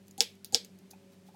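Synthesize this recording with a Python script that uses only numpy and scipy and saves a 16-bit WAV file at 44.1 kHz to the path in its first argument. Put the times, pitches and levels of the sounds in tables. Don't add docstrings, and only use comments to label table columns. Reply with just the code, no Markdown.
import sys
import numpy as np
from scipy import signal
from scipy.fft import rfft, irfft
from scipy.io import wavfile
from scipy.ndimage import uniform_filter1d

SR = 44100
rng = np.random.default_rng(int(sys.argv[2]) if len(sys.argv) > 2 else 0)


def to_wav(s):
    ch = np.atleast_2d(s).T
    pcm = np.round(np.clip(ch, -1, 1) * 32767)
    wavfile.write(sys.argv[1], SR, pcm.astype(np.int16))


N = 59535
T = np.arange(N) / SR


def amp(db):
    return 10 ** (np.asarray(db, float) / 20)


def fade(t, t60_s):
    return np.exp(-np.log(1000) * t / t60_s)


def add(out, start_s, x):
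    i = int(round(start_s * SR))
    out[i:i + len(x)] += x[:N - i]


def to_peak(x, db):
    return amp(db) * x / np.abs(x).max()


def coloured(points):
    hz, db = np.array(points).T
    f = np.maximum(np.arange(N // 2 + 1) * SR / N, 1)
    gain = amp(np.interp(np.log(f), np.log(hz), db))
    y = irfft(rfft(rng.standard_normal(N)) * gain, N)
    return y / y.std()


def walk(rate_hz):
    k = int(SR / rate_hz)
    y = uniform_filter1d(uniform_filter1d(rng.standard_normal(N), k), k)
    return y / y.std()


def band(x, hz, octaves):
    edges = [hz * 2 ** (-octaves / 2), min(hz * 2 ** (octaves / 2), .45 * SR)]
    return signal.sosfilt(signal.butter(2, edges, "bandpass", fs=SR, output="sos"), x)


def high(x, hz, order):
    return signal.sosfilt(signal.butter(order, hz, "highpass", fs=SR, output="sos"), x)


def ring(modes, ratio, scatter_db, ring_scale, strike_s):
    t = T[:SR // 6]
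    hz, db, t60_s = np.array(modes).T[:, :, None]
    gain = amp(db + scatter_db * rng.standard_normal(db.shape))
    y = np.sum(gain * fade(t, t60_s * ring_scale) * np.sin(2 * np.pi * hz * ratio * t), axis=0)
    y = y * (1 - np.exp(-(t / strike_s) ** 2))
    return y / np.abs(y).max()


def push(length_s):
    phase = (np.arange(int(length_s * SR) + 2) + .5) / (length_s * SR + 1)
    y = np.sin(np.pi * np.clip(phase, 0, 1))
    return y / y.sum()


# frequency in Hz, relative density in dB per Hz.
AIR_SPECTRUM = [(30, 6.5), (60, -5), (90, -4.5), (200, 4), (400, -6), (700, -8.5), (1200, -15.5),
                (2500, -15), (5000, -19), (9000, -23), (13000, -27), (16000, -31.5)]
AIR_DB, AIR_FLICKER_DB, AIR_FLICKER_HZ = -63, .5, 3.7


def room_air():
    return amp(AIR_DB + AIR_FLICKER_DB * walk(AIR_FLICKER_HZ)) * coloured(AIR_SPECTRUM)


# time in seconds, speed in Hz.
SPEED_A = [(0, 46.65), (.22, 46.7), (.3, 46.12), (.57, 46.12), (.62, 46.47), (1.12, 46.47), (1.16, 46.17),
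           (1.35, 46.15)]
SPEED_B = [(0, 48.75), (1.35, 48.75)]
# time in seconds, level in dB, lift of the top order in dB.
LEVEL_A = [(0, -69.5, 2), (.4, -71, -11.5), (.65, -63.5, -5.5), (.88, -62, -14.5), (.98, -64.5, 3),
           (1.35, -62, -2)]
LEVEL_B = [(0, -63.5, -4), (.6, -64, -2), (1.35, -64.5, -2)]
# multiple of shaft speed, level in dB relative to the motor's level.
ORDERS_A = [(2, -15.5), (3, -31.5), (4, 2), (5, -19.5), (6, -12.5), (8, -13), (9, -13), (12, -8.5)]
ORDERS_B = [(2, -6), (3, -14), (4, 0.5), (5, -11), (7, -13.5), (8, -2)]
IN_STEP_S = .962
WAVER_DB, WAVER_HZ = 1.2, 8


def motor(speed, curve, orders):
    turn_rad = 2 * np.pi * np.cumsum(np.interp(T, *np.array(speed).T)) / SR
    turn_rad = turn_rad - np.interp(IN_STEP_S, T, turn_rad)
    time_s, level_db, lift_db = np.array(curve).T
    lift_db = np.interp(T, time_s, lift_db)
    top = orders[-1][0]
    hum = np.zeros(N)
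    for k, db in orders:
        line_db = db + WAVER_DB * walk(WAVER_HZ) + lift_db * (k == top)
        hum += amp(line_db) * np.cos(round(k) * turn_rad)
    return np.sqrt(2) * amp(np.interp(T, time_s, level_db)) * hum


# band centre in Hz, relative level in dB, tail t60 in seconds.
ECHO_BANDS = [(270, -13.5, 0.15), (450, -16, 0.33), (1180, -3, 0.18), (2020, -5.5, 0.27),
              (3493, -11.5, 0.22), (5340, -21, 0.17), (8000, -16, 0.063), (12200, -10, 0.16),
              (14900, -18.5, 0.36)]
ROOM_DB, ROOM_GAP_S, BAND_OCT = -26, .0035, .96
EARLY_DB, EARLY_T60_S = 7.5, .064


def kitchen(x):
    t = T[:SR // 3]
    echo = np.zeros(len(t))
    for hz, db, t60_s in ECHO_BANDS:
        decay = fade(t, t60_s) + amp(EARLY_DB) * fade(t, EARLY_T60_S)
        echo += amp(db + ROOM_DB) * band(rng.standard_normal(len(t)), hz, BAND_OCT) * decay
    echo *= np.clip((t / ROOM_GAP_S) ** 2, 0, 1)
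    return signal.fftconvolve(x, echo)[:N]


# middle in seconds, width at 1/e in seconds, level in dB before flutter.
BRUSHES = [(0.095, 0.13, -79.5), (1.128, 0.034, -70), (1.275, 0.037, -67), (1.345, .03, -75)]
BRUSH_FLUTTER_DB, BRUSH_FLUTTER_HZ = 3.3, 200


def brushing():
    swell = sum(amp(db) * np.exp(-(2 * (T - mid_s) / width_s) ** 2) for mid_s, width_s, db in BRUSHES)
    noise = coloured([(1500, -24.0), (4000, -5.5), (8000, -10), (16000, -14)])
    return swell * noise * amp(BRUSH_FLUTTER_DB * walk(BRUSH_FLUTTER_HZ))


# frequency in Hz, relative level in dB,
# t60 in seconds before ring_scale.
BOARD_MODES = [(140, -14, .08), (240, -12, .06), (466, 1, .07), (560, -9, .035), (775, 0, .035),
               (1000, -13, .025), (1540, -17, .035), (2490, -5, .035)]
# start in seconds, level in dB before contact smoothing, contact in seconds.
KNOCKS = [(.9320, -48.5, .0002), (1.2850, -47, .0006), (1.3410, -50, .0006)]
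KNOCK_LOW_HZ, KNOCK_STRIKE_S = 650, .002


def knocks(ring_scale):
    out = np.zeros(N)
    upper = [m for m in BOARD_MODES if m[0] > KNOCK_LOW_HZ]
    tap = ring(upper, 1, 0, ring_scale, KNOCK_STRIKE_S)
    for start_s, db, contact_s in KNOCKS:
        add(out, start_s, amp(db) * np.convolve(tap, push(contact_s)))
    return out


# frequency in Hz before BLADE_RATIO, relative level in dB,
# t60 in seconds before ring_scale.
BLADE_MODES = [(2800, -12, .004), (5250, -1, .004), (6970, -3, .008), (7600, -1, .005), (8300, -5, .004),
               (10500, -2, .004), (12100, -6, .004), (13000, -8, .004), (14400, -5, .004)]
# start in seconds, peak ring level in dB, a third of the rattle t60 in seconds,
# crack centre in Hz.
TICKS = [(.0705, -60, 0.0022, 10600), (0.081, -51, 0.0042, 8300), (0.11, -46.5, 0.0031, 9800),
         (.1790, -39, 0.0025, 7140), (0.222, -30.5, 0.003, 11000), (0.3535, -57.5, 0.0031, 7000),
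         (0.4460, -27, 0.00044, 9220), (0.524, -42.5, 0.0042, 7000), (0.5457, -33, 0.0035, 10500),
         (0.647, -42, 0.0044, 6350), (0.788, -56.5, 0.0034, 7046), (0.9059, -51.5, .003, 9840),
         (0.9101, -42, 0.0048, 8500), (0.9138, -43.5, 0.0012, 8000)]
BLADE_RATIO, TICK_SCATTER_DB, STRIKE_S = .97, 2.5, .0001
TICK_CRACK_DB, TICK_WIDTH_OCT, TICK_ATTACK_S = 4, 2.0, .00025


def ticks(ring_scale):
    out, t = np.zeros(N), T[:400]
    for start_s, db, length_s, hz in TICKS:
        rattle = rng.standard_normal(400) * fade(t, 3 * length_s) * np.clip(t / TICK_ATTACK_S, 0, 1)
        crack = band(rattle, hz, TICK_WIDTH_OCT)
        rung = np.convolve(crack, ring(BLADE_MODES, BLADE_RATIO, TICK_SCATTER_DB, ring_scale, STRIKE_S))
        add(out, start_s, to_peak(rung, db))
        add(out, start_s, to_peak(crack, db + TICK_CRACK_DB))
    return out


# frequency in Hz, relative density in dB per Hz.
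HISS_SPECTRUM = [(900, -23.5), (1500, -16), (2500, -22.5), (3300, -11), (4400, -0.5), (5700, -9.5),
                 (6800, 5), (13000, -22), (16000, -25.5)]
# frequency in Hz, relative density in dB per Hz.
RUMBLE_SPECTRUM = [(100, -10), (230, -7.5), (500, -9), (700, -32.5), (2000, -71.5)]
# frequency in Hz before the stroke's ratio, relative level in dB,
# t60 in seconds before ring_scale.
FRAME_MODES = [(1523, -14, 0.012), (2000, -15.5, 0.01), (2532, -19.5, 0.017), (3583, -5.5, 0.0074),
               (4614, -8.5, 0.0074), (5170, -9.5, 0.01), (5350, 2.5, 0.003), (6400, -13.5, 0.0068),
               (9180, -14.5, 0.0063), (10000, -21, 0.0087), (12300, -25, 0.011), (13500, -31, 0.0086),
               (14600, -25.5, 0.0079)]
# bite in seconds, slam in seconds, cut level in dB, hollow ring level in dB,
# hollow ring t60 in seconds, thud peak in dB, frame pitch ratio.
STROKES = [(0.1777, .2059, -51.5, -47, .6, -28.5, .99), (0.5241, 0.546, -46, -37.5, 0.056, -27, 0.982)]
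CUT_ATTACK_S, CUT_RELEASE_T60_S = .006, .004
CUT_GRIT_DB, CUT_GRIT_HZ, RUMBLE_DB = 2, 810, 2
HOLLOW_HZ, HOLLOW_WAVER_DB, HOLLOW_WAVER_HZ = 790, 2, 60
SLAM_DB, SLAM_LOW_HZ, SLAM_STRIKE_S, MODE_SCATTER_DB = -1.6, 2480, .00013, 1.5
THUD_LATE_S, THUD_PUSH_S, THUD_LOW_HZ, THUD_STRIKE_S = .001, .00029, 250, .0025


def cuts(hollow_gain):
    out = np.zeros(N)
    hiss = coloured(HISS_SPECTRUM) * amp(CUT_GRIT_DB * walk(CUT_GRIT_HZ))
    rumble = amp(RUMBLE_DB) * coloured(RUMBLE_SPECTRUM)
    waver = amp(HOLLOW_WAVER_DB * walk(HOLLOW_WAVER_HZ))
    hollow = waver * np.sqrt(2) * np.sin(2 * np.pi * HOLLOW_HZ * T)
    for bite_s, slam_s, cut_db, ring_db, ring_t60_s, _, _ in STROKES:
        release = fade(np.maximum(T - slam_s, 0), CUT_RELEASE_T60_S)
        on = np.clip((T - bite_s) / CUT_ATTACK_S, 0, 1) * release
        out += amp(cut_db) * (on * hiss + on ** 2 * rumble)
        decay = fade(np.maximum(T - bite_s, 0), ring_t60_s)
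        out += amp(ring_db) * hollow_gain * on ** 2 * hollow * decay
    return out


def slams(ring_scale):
    out = np.zeros(N)
    for _, slam_s, _, _, _, thud_db, ratio in STROKES:
        crack = ring(FRAME_MODES, ratio, MODE_SCATTER_DB, ring_scale, SLAM_STRIKE_S)
        crack = high(crack, SLAM_LOW_HZ, order=5)
        add(out, slam_s, to_peak(crack, SLAM_DB))
        board = ring(BOARD_MODES, 1, MODE_SCATTER_DB, ring_scale, THUD_STRIKE_S)
        thud = high(np.convolve(board, push(THUD_PUSH_S)), THUD_LOW_HZ, order=2)
        add(out, slam_s + THUD_LATE_S, to_peak(thud, thud_db))
    return out


ECHO_RING_SCALE = .18
ECHO_TICK_DB = -4


def hands(ring_scale, tick_db):
    touch = brushing() + knocks(ring_scale)
    return touch + amp(tick_db) * ticks(ring_scale) + cuts(ring_scale) + slams(ring_scale)


def scene():
    motors = motor(SPEED_A, LEVEL_A, ORDERS_A) + motor(SPEED_B, LEVEL_B, ORDERS_B)
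    near = hands(1, 0)
    echo = kitchen(hands(ECHO_RING_SCALE, ECHO_TICK_DB))
    return (room_air() + motors + near + echo)[None]


MIC_LOW_HZ, TOP_HZ = 72, 16300


def record(dry):
    low_cut = high(dry, MIC_LOW_HZ, order=4)
    return signal.sosfilt(signal.ellip(8, .2, 70, TOP_HZ, fs=SR, output="sos"), low_cut)


dry = scene()
out = record(dry)
to_wav(out)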